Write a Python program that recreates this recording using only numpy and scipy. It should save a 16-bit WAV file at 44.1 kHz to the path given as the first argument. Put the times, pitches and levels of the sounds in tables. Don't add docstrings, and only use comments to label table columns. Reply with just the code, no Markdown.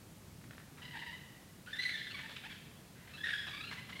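import sys
import numpy as np
from scipy import signal
from scipy.fft import rfft, irfft, next_fast_len
from scipy.io import wavfile
from scipy.ndimage import map_coordinates

SR = 44100
rng = np.random.default_rng(int(sys.argv[2]) if len(sys.argv) > 2 else 0)


def generate_wav(signal):
    frames = np.transpose(np.atleast_2d(signal))
    scaled = np.clip(frames, -1, 1) * 32767
    pcm = np.round(scaled).astype(np.int16)
    wavfile.write(sys.argv[1], SR, pcm)


N = 176400
TIME_S = np.arange(N) / SR


def amp(db):
    return 10 ** (np.asarray(db) / 20)


def unit(x):
    return x / np.sqrt(np.mean(x ** 2) + 1e-20)


def along(points, hz):
    freqs, values = np.transpose(points)
    return np.interp(np.log(hz + 1), np.log(freqs + 1), values)


def wobble(rate):
    return map_coordinates(rng.standard_normal(N // 10), [TIME_S * rate], mode="wrap")


def filtered(x, response):
    size = next_fast_len(N + SR // 2)
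    return irfft(rfft(x, size) * response(np.fft.rfftfreq(size, 1 / SR)), size)[:N]


def noise(colour):
    return unit(filtered(rng.standard_normal(N), lambda hz: amp(along(colour, hz))))


# frequency_hz, relative_db
NIGHT_COLOUR = [(20, -37), (40, -13), (65, -7.5), (100, -2.5), (125, -3), (170, -1.5), (250, -8.5),
                (340, -13), (500, -16), (750, -19), (1600, -23), (2800, -25.5), (4800, -27), (9000, -28.5),
                (13700, -31), (15800, -34.5)]
# time_s, change_db
RUMBLE_SWELL = [(0, 2), (1.05, 1), (1.3, -1), (1.55, -0.5), (1.9, -0.5), (2.3, 0.5), (3.3, 0.5), (3.8, 2.5)]

def night(level_db=-56, rumble_below_hz=400):
    air = noise(NIGHT_COLOUR)
    rumble = filtered(air, lambda hz: 1 / (1 + (hz / rumble_below_hz) ** 4))
    swell_db = np.interp(TIME_S, *np.transpose(RUMBLE_SWELL))
    return amp(level_db) * (air + (amp(swell_db) - 1) * rumble)


# start_s, level_db (before trim_db is added)
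TICKS = [(0.414, -49), (0.44, -45), (.509, -38), (.533, -42.5), (.581, -43.5), (0.599, -44)]
# frequency_hz, relative_db
TICK_COLOUR = [(200, -18), (800, -12), (1200, -9), (1750, -1), (2300, -13), (2900, -14), (4000, -16.5),
               (7000, -36), (14000, -41)]

def ticks(fade_s=0.026, trim_db=-6.5):
    gain = np.zeros(N)
    for start_s, level_db in TICKS:
        age_s = TIME_S - start_s
        gain += (age_s >= 0) * amp(level_db + trim_db - 60 * np.abs(age_s) / fade_s)
    return gain * noise(TICK_COLOUR)


# frequency_hz, fade_s (time to drop 60 dB)
WALL_FADE = [(300, 1.2), (1900, 1.06), (3000, 1.15), (4000, 1.01), (10000, 0.36)]

def echo(tail_db=-8, tail_rise_s=0.012, near_db=-10, near_rise_s=0.0066, near_fade_s=0.15):
    hz, frame_s, spectrum = signal.stft(rng.standard_normal(SR), SR, nperseg=256)
    spectrum *= amp(-60 * frame_s / along(WALL_FADE, hz)[:, None])
    tail = signal.istft(spectrum, SR, nperseg=256)[1][:SR]
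    t = TIME_S[:SR]
    tail *= 1 - np.exp(-(t / tail_rise_s) ** 2)
    near = rng.standard_normal(SR) * amp(-60 * t / near_fade_s)
    near *= 1 - np.exp(-(t / near_rise_s) ** 2)
    return amp(tail_db) * tail / np.linalg.norm(tail) + amp(near_db) * near / np.linalg.norm(near)


# frequency_hz, gain_db
ECHO_COLOUR = [(500, -7), (1000, -5.5), (1700, -1), (3500, 3), (9000, 9.5)]

def walls(x, shift_s=0.12):
    hop = int(shift_s * SR)
    padded, echoes = np.pad(x, (0, 2 * hop)), np.zeros(N + 2 * hop + SR)
    crossfade = np.sin(np.pi * np.arange(2 * hop) / (2 * hop))
    for i in range(0, N, hop):
        part = signal.fftconvolve(padded[i:i + 2 * hop] * crossfade, echo())
        echoes[i:i + len(part)] += part
    return filtered(echoes[:N], lambda hz: amp(along(ECHO_COLOUR, hz)))


def sputter(depth_db=2, rate_hz=200):
    return amp(depth_db * wobble(rate_hz))


# start_s, level_db, fade_s (time to drop 60 dB)
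SPITS = [(0.771, -58, 0.51), (2.188, -49, .16), (2.293, -50, 0.15), (3.467, -45.5, .18),
         (3.71, -45.5, 0.19), (3.892, -46.5, 0.11)]
# frequency_hz, relative_db
SPIT_COLOUR = [(350, -20), (650, -9.5), (1250, -1.5), (2400, -5), (4000, -14.5), (7000, -26), (14000, -38)]

def spits(rise_s=0.0028):
    gain = np.zeros(N)
    for start_s, level_db, fade_s in SPITS:
        age_s = TIME_S - start_s
        gain += np.clip(age_s / rise_s, 0, 1) * amp(level_db - 60 * np.abs(age_s) / fade_s)
    return gain * unit(noise(SPIT_COLOUR) * sputter())


# start_s, length_s, voice_db (before the throat), rasp_db, roughness_0_to_1, treble_db
SYLLABLES = [ (.815, 0.026, -51, -54.5, 0.29, 5), (.845, 0.025, -51, -55.5, 0.24, 6),
             (.877, 0.021, -54, -57, 0.27, 2), (.905, .026, -55, -58, .2, 4),
             (0.93, 0.026, -48, -51.5, 0.31, -7), (0.953, 0.031, -41.5, -49, 0.63, -5.5),
             (.991, .018, -51, -51.5, 0.59, 6), (1.015, 0.029, -46.5, -53, .5, -3),
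             (1.059, 0.045, -45.5, -57, 0.33, 0), (1.101, 0.025, -56, -59, 0.53, -1),
             (1.126, 0.025, -43, -60, 0.2, -2), (1.661, 0.07, -59, -56, 0.56, 3.5),
             (1.671, 0.02, -41, -68, 0.06, -33), (1.728, 0.028, -39.5, -54, 0.23, 7.5),
             (1.752, 0.024, -49, -48.5, 0.27, 6), (1.787, .024, -32.5, -46, .3, 6),
             (1.817, 0.03, -41.5, -44, .55, 15), (1.851, 0.019, -27.5, -43.5, 0.25, 0.5),
             (1.88, 0.03, -38, -44, 0.56, 5.5), (1.919, 0.025, -48, -56, 0.57, 9.5),
             (1.942, 0.024, -36, -59, 0.28, 2.5), (1.97, 0.04, -56, -53.5, 0.59, 17.5),
             (2.008, 0.015, -38, -52, 0.22, -12), (2.025, 0.037, -54.5, -62, 0.49, 15),
             (2.064, 0.018, -43.5, -49, 0.2, 3), (2.101, 0.026, -50.5, -55.5, 0.74, 12.5),
             (2.141, .021, -37, -52, .22, -3), (2.162, 0.064, -56, -50, 0.77, -3),
             (2.23, .043, -48.5, -50, 0.31, -12), (2.294, 0.038, -56, -58, 0.55, 12.5),
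             (2.359, .017, -47, -47, 0.41, 5), (2.436, 0.038, -46, -49.5, 0.37, 0),
             (2.498, 0.038, -51, -52, 0.43, 0), (2.541, 0.029, -55.5, -58.5, 0.94, -15),
             (2.951, .110, -63.5, -64, 0.61, -10), (3.072, .014, -50, -53.5, .7, -5),
             (3.088, 0.0377, -62, -58.5, 0.7, -2), (3.135, 0.034, -48.5, -57, 0.29, 6.5),
             (3.171, .026, -52, -56, 0.24, 8), (3.204, .016, -41, -53, 0.24, 3),
             (3.235, .02, -30.5, -41.5, 0.36, -3), (3.256, 0.035, -36.5, -42, .6, -4.5),
             (3.286, .032, -35.5, -41.5, .6, -5.5), (3.326, 0.015, -37, -45, 0.49, 0.5),
             (3.332, 0.034, -36, -45.5, 0.32, -0.5), (3.377, .039, -39, -50, 0.25, 6.5),
             (3.415, 0.047, -50, -52.5, 0.39, 1), (3.474, 0.0264, -46, -52, .55, 5),
             (3.507, .016, -47, -55, .5, 3), (3.532, .024, -38, -50, 0.36, -2),
             (3.567, .019, -39, -50, 0.33, -1.5), (3.603, .017, -35.5, -51, .33, -1),
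             (3.637, .02, -38.5, -60, .25, 3.5), (3.668, .037, -47.5, -56, 0.17, 8.5),
             (3.707, 0.033, -43.5, -47.5, 0.79, -14), (3.773, 0.031, -44, -50.5, 0.39, -12),
             (3.89, .021, -51, -51, 0.71, 0), (3.924, 0.017, -43.5, -49, 0.2, -7),
             (3.956, 0.018, -41.5, -54, 0.41, 0.5), (3.993, 0.02, -38, -46, 0.31, -10)]

def syllables(rise_s=0.0099, fall_s=0.011):
    voice_gain, rasp_gain, rough, treble, weight = np.zeros((5, N))
    for start_s, length_s, voice_db, rasp_db, roughness, treble_db in SYLLABLES:
        rise = np.clip((TIME_S - start_s) / rise_s + 0.1888, 0, 1)
        fall = np.clip((start_s + length_s - TIME_S) / fall_s + 0.17, 0, 1)
        shape = np.sin(np.pi / 2 * rise * fall)
        voice_gain += amp(voice_db) * shape
        rasp_gain += amp(rasp_db) * shape
        rough += roughness * shape
        treble += treble_db * shape
        weight += shape
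    weight += 1e-9
    return voice_gain, rasp_gain, rough / weight, treble / weight


def mouth_treble(hz, edge_hz=2580):
    return .5 + .5 * np.tanh(6 * np.log((hz + 1) / edge_hz))


# frequency_hz, gain_db
THROAT = [(600, -29), (930, -9.5), (1010, -18), (1200, -17.5), (1500, -12), (1850, -3), (2080, -5.5),
          (2400, -10.5), (2950, -12.5), (3500, -12.5), (4100, -18.5), (4700, -17), (5300, -35),
          (6200, -37.5), (7500, -44), (9300, -68)]

def vocal_folds(pitch_hz, rough, treble_db, jitter_hz=480, lurch_hz=170, flutter_hz=240):
    unsteady = 0.03 * wobble(jitter_hz) + 0.0549 * wobble(lurch_hz)
    phase = 2 * np.pi * np.cumsum(pitch_hz * (1 + rough * unsteady)) / SR
    shared_flutter, voice = wobble(flutter_hz), np.zeros(N)
    for k in range(1, 8):
        throat_db = along(THROAT, k * pitch_hz) + treble_db * mouth_treble(k * pitch_hz)
        flutter_db = 7.5 * rough * (0.77 * shared_flutter + 0.26 * wobble(flutter_hz) - .5 * rough)
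        loss_db = 2 * max(k - 3, 0)
        blur_radians = 0.62 * k * rough * wobble(jitter_hz)
        voice += np.sqrt(2) * amp(throat_db + flutter_db - loss_db) * np.sin(k * phase + blur_radians)
    return voice


# frequency_hz, relative_db
FIZZ_COLOUR = [(3000, -28), (4500, 2), (6200, 11), (7400, 3), (9000, 14), (11000, 8), (14000, -5)]

def fizz(relative_db=-35.5):
    return amp(relative_db) * noise(FIZZ_COLOUR)


# frequency_hz, relative_db
RASP_COLOUR = [(200, -24), (600, -12.5), (900, -23.5), (1200, -7.5), (1650, 11), (2050, 1.5), (2500, 2),
               (3000, 3.5), (3500, 1.5), (4200, -6), (5000, -11.5), (6000, -21), (9500, -27), (14000, -42)]

def rasp(pitch_hz, rough, treble_db, band_width=0.33):
    cycles = np.cumsum(pitch_hz) / SR
    lift_db = 0.36 * treble_db
    bands, power = np.zeros((2, N))
    for k in range(1, 7):
        position = [cycles * band_width * np.sqrt(k)]
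        a, b = (map_coordinates(row, position, mode="wrap") for row in rng.standard_normal((2, N // 10)))
        phase = 2 * np.pi * k * cycles
        gain = amp(along(RASP_COLOUR, k * pitch_hz))
        lift = amp(lift_db * mouth_treble(k * pitch_hz))
        bands += gain * lift * (a * np.cos(phase) + b * np.sin(phase))
        power += gain ** 2
    air = noise(RASP_COLOUR)
    hiss = air + (amp(lift_db) - 1) * filtered(air, mouth_treble)
    hiss_share = 0.96 * rough
    breath = np.sqrt((1 - hiss_share) / power) * bands + np.sqrt(hiss_share) * hiss
    return breath * unit(sputter())


# time_s, pitch_hz
CHATTER_PITCH = [(.8, 980), (.93, 980), (.955, 906), (.975, 885), (1.0, 986), (1.031, 921), (1.064, 979),
                 (1.096, 925), (1.125, 979), (1.16, 1000), (1.66, 1330), (1.681, 1500), (1.715, 1500),
                 (1.731, 1790), (1.775, 1800), (1.80, 1975), (1.832, 2130), (1.863, 2015), (1.885, 1965),
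                 (1.901, 2092), (1.924, 1750), (2.016, 1760), (2.04, 1670), (2.092, 1750), (2.102, 1400),
                 (2.126, 1398), (2.138, 1140), (2.21, 1080), (2.24, 910), (2.33, 870), (2.37, 1260),
                 (2.447, 770), (2.465, 900), (2.52, 1160), (2.55, 900), (3.07, 980), (3.141, 1330),
                 (3.168, 1330), (3.18, 1690), (3.219, 1690), (3.25, 1840), (3.295, 1670), (3.31, 1810),
                 (3.334, 1700), (3.460, 1670), (3.47, 1250), (3.545, 1160), (3.585, 1180), (3.65, 1400),
                 (3.70, 1380), (3.72, 950), (3.78, 1005), (3.935, 1010), (3.964, 1070), (4.0, 1020)]

def chatter():
    voice_gain, rasp_gain, rough, treble_db = syllables()
    pitch_hz = np.interp(TIME_S, *np.transpose(CHATTER_PITCH))
    voice = vocal_folds(pitch_hz, rough, treble_db) + fizz()
    return voice_gain * voice + rasp_gain * rasp(pitch_hz, rough, treble_db)


def scene():
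    direct = chatter() + spits() + ticks()
    return (direct + walls(direct) + night())[None]


def record(dry):
    top_hz = 15850
    return filtered(dry[0], lambda hz: hz < top_hz)[None]


dry = scene()
out = record(dry)
generate_wav(out)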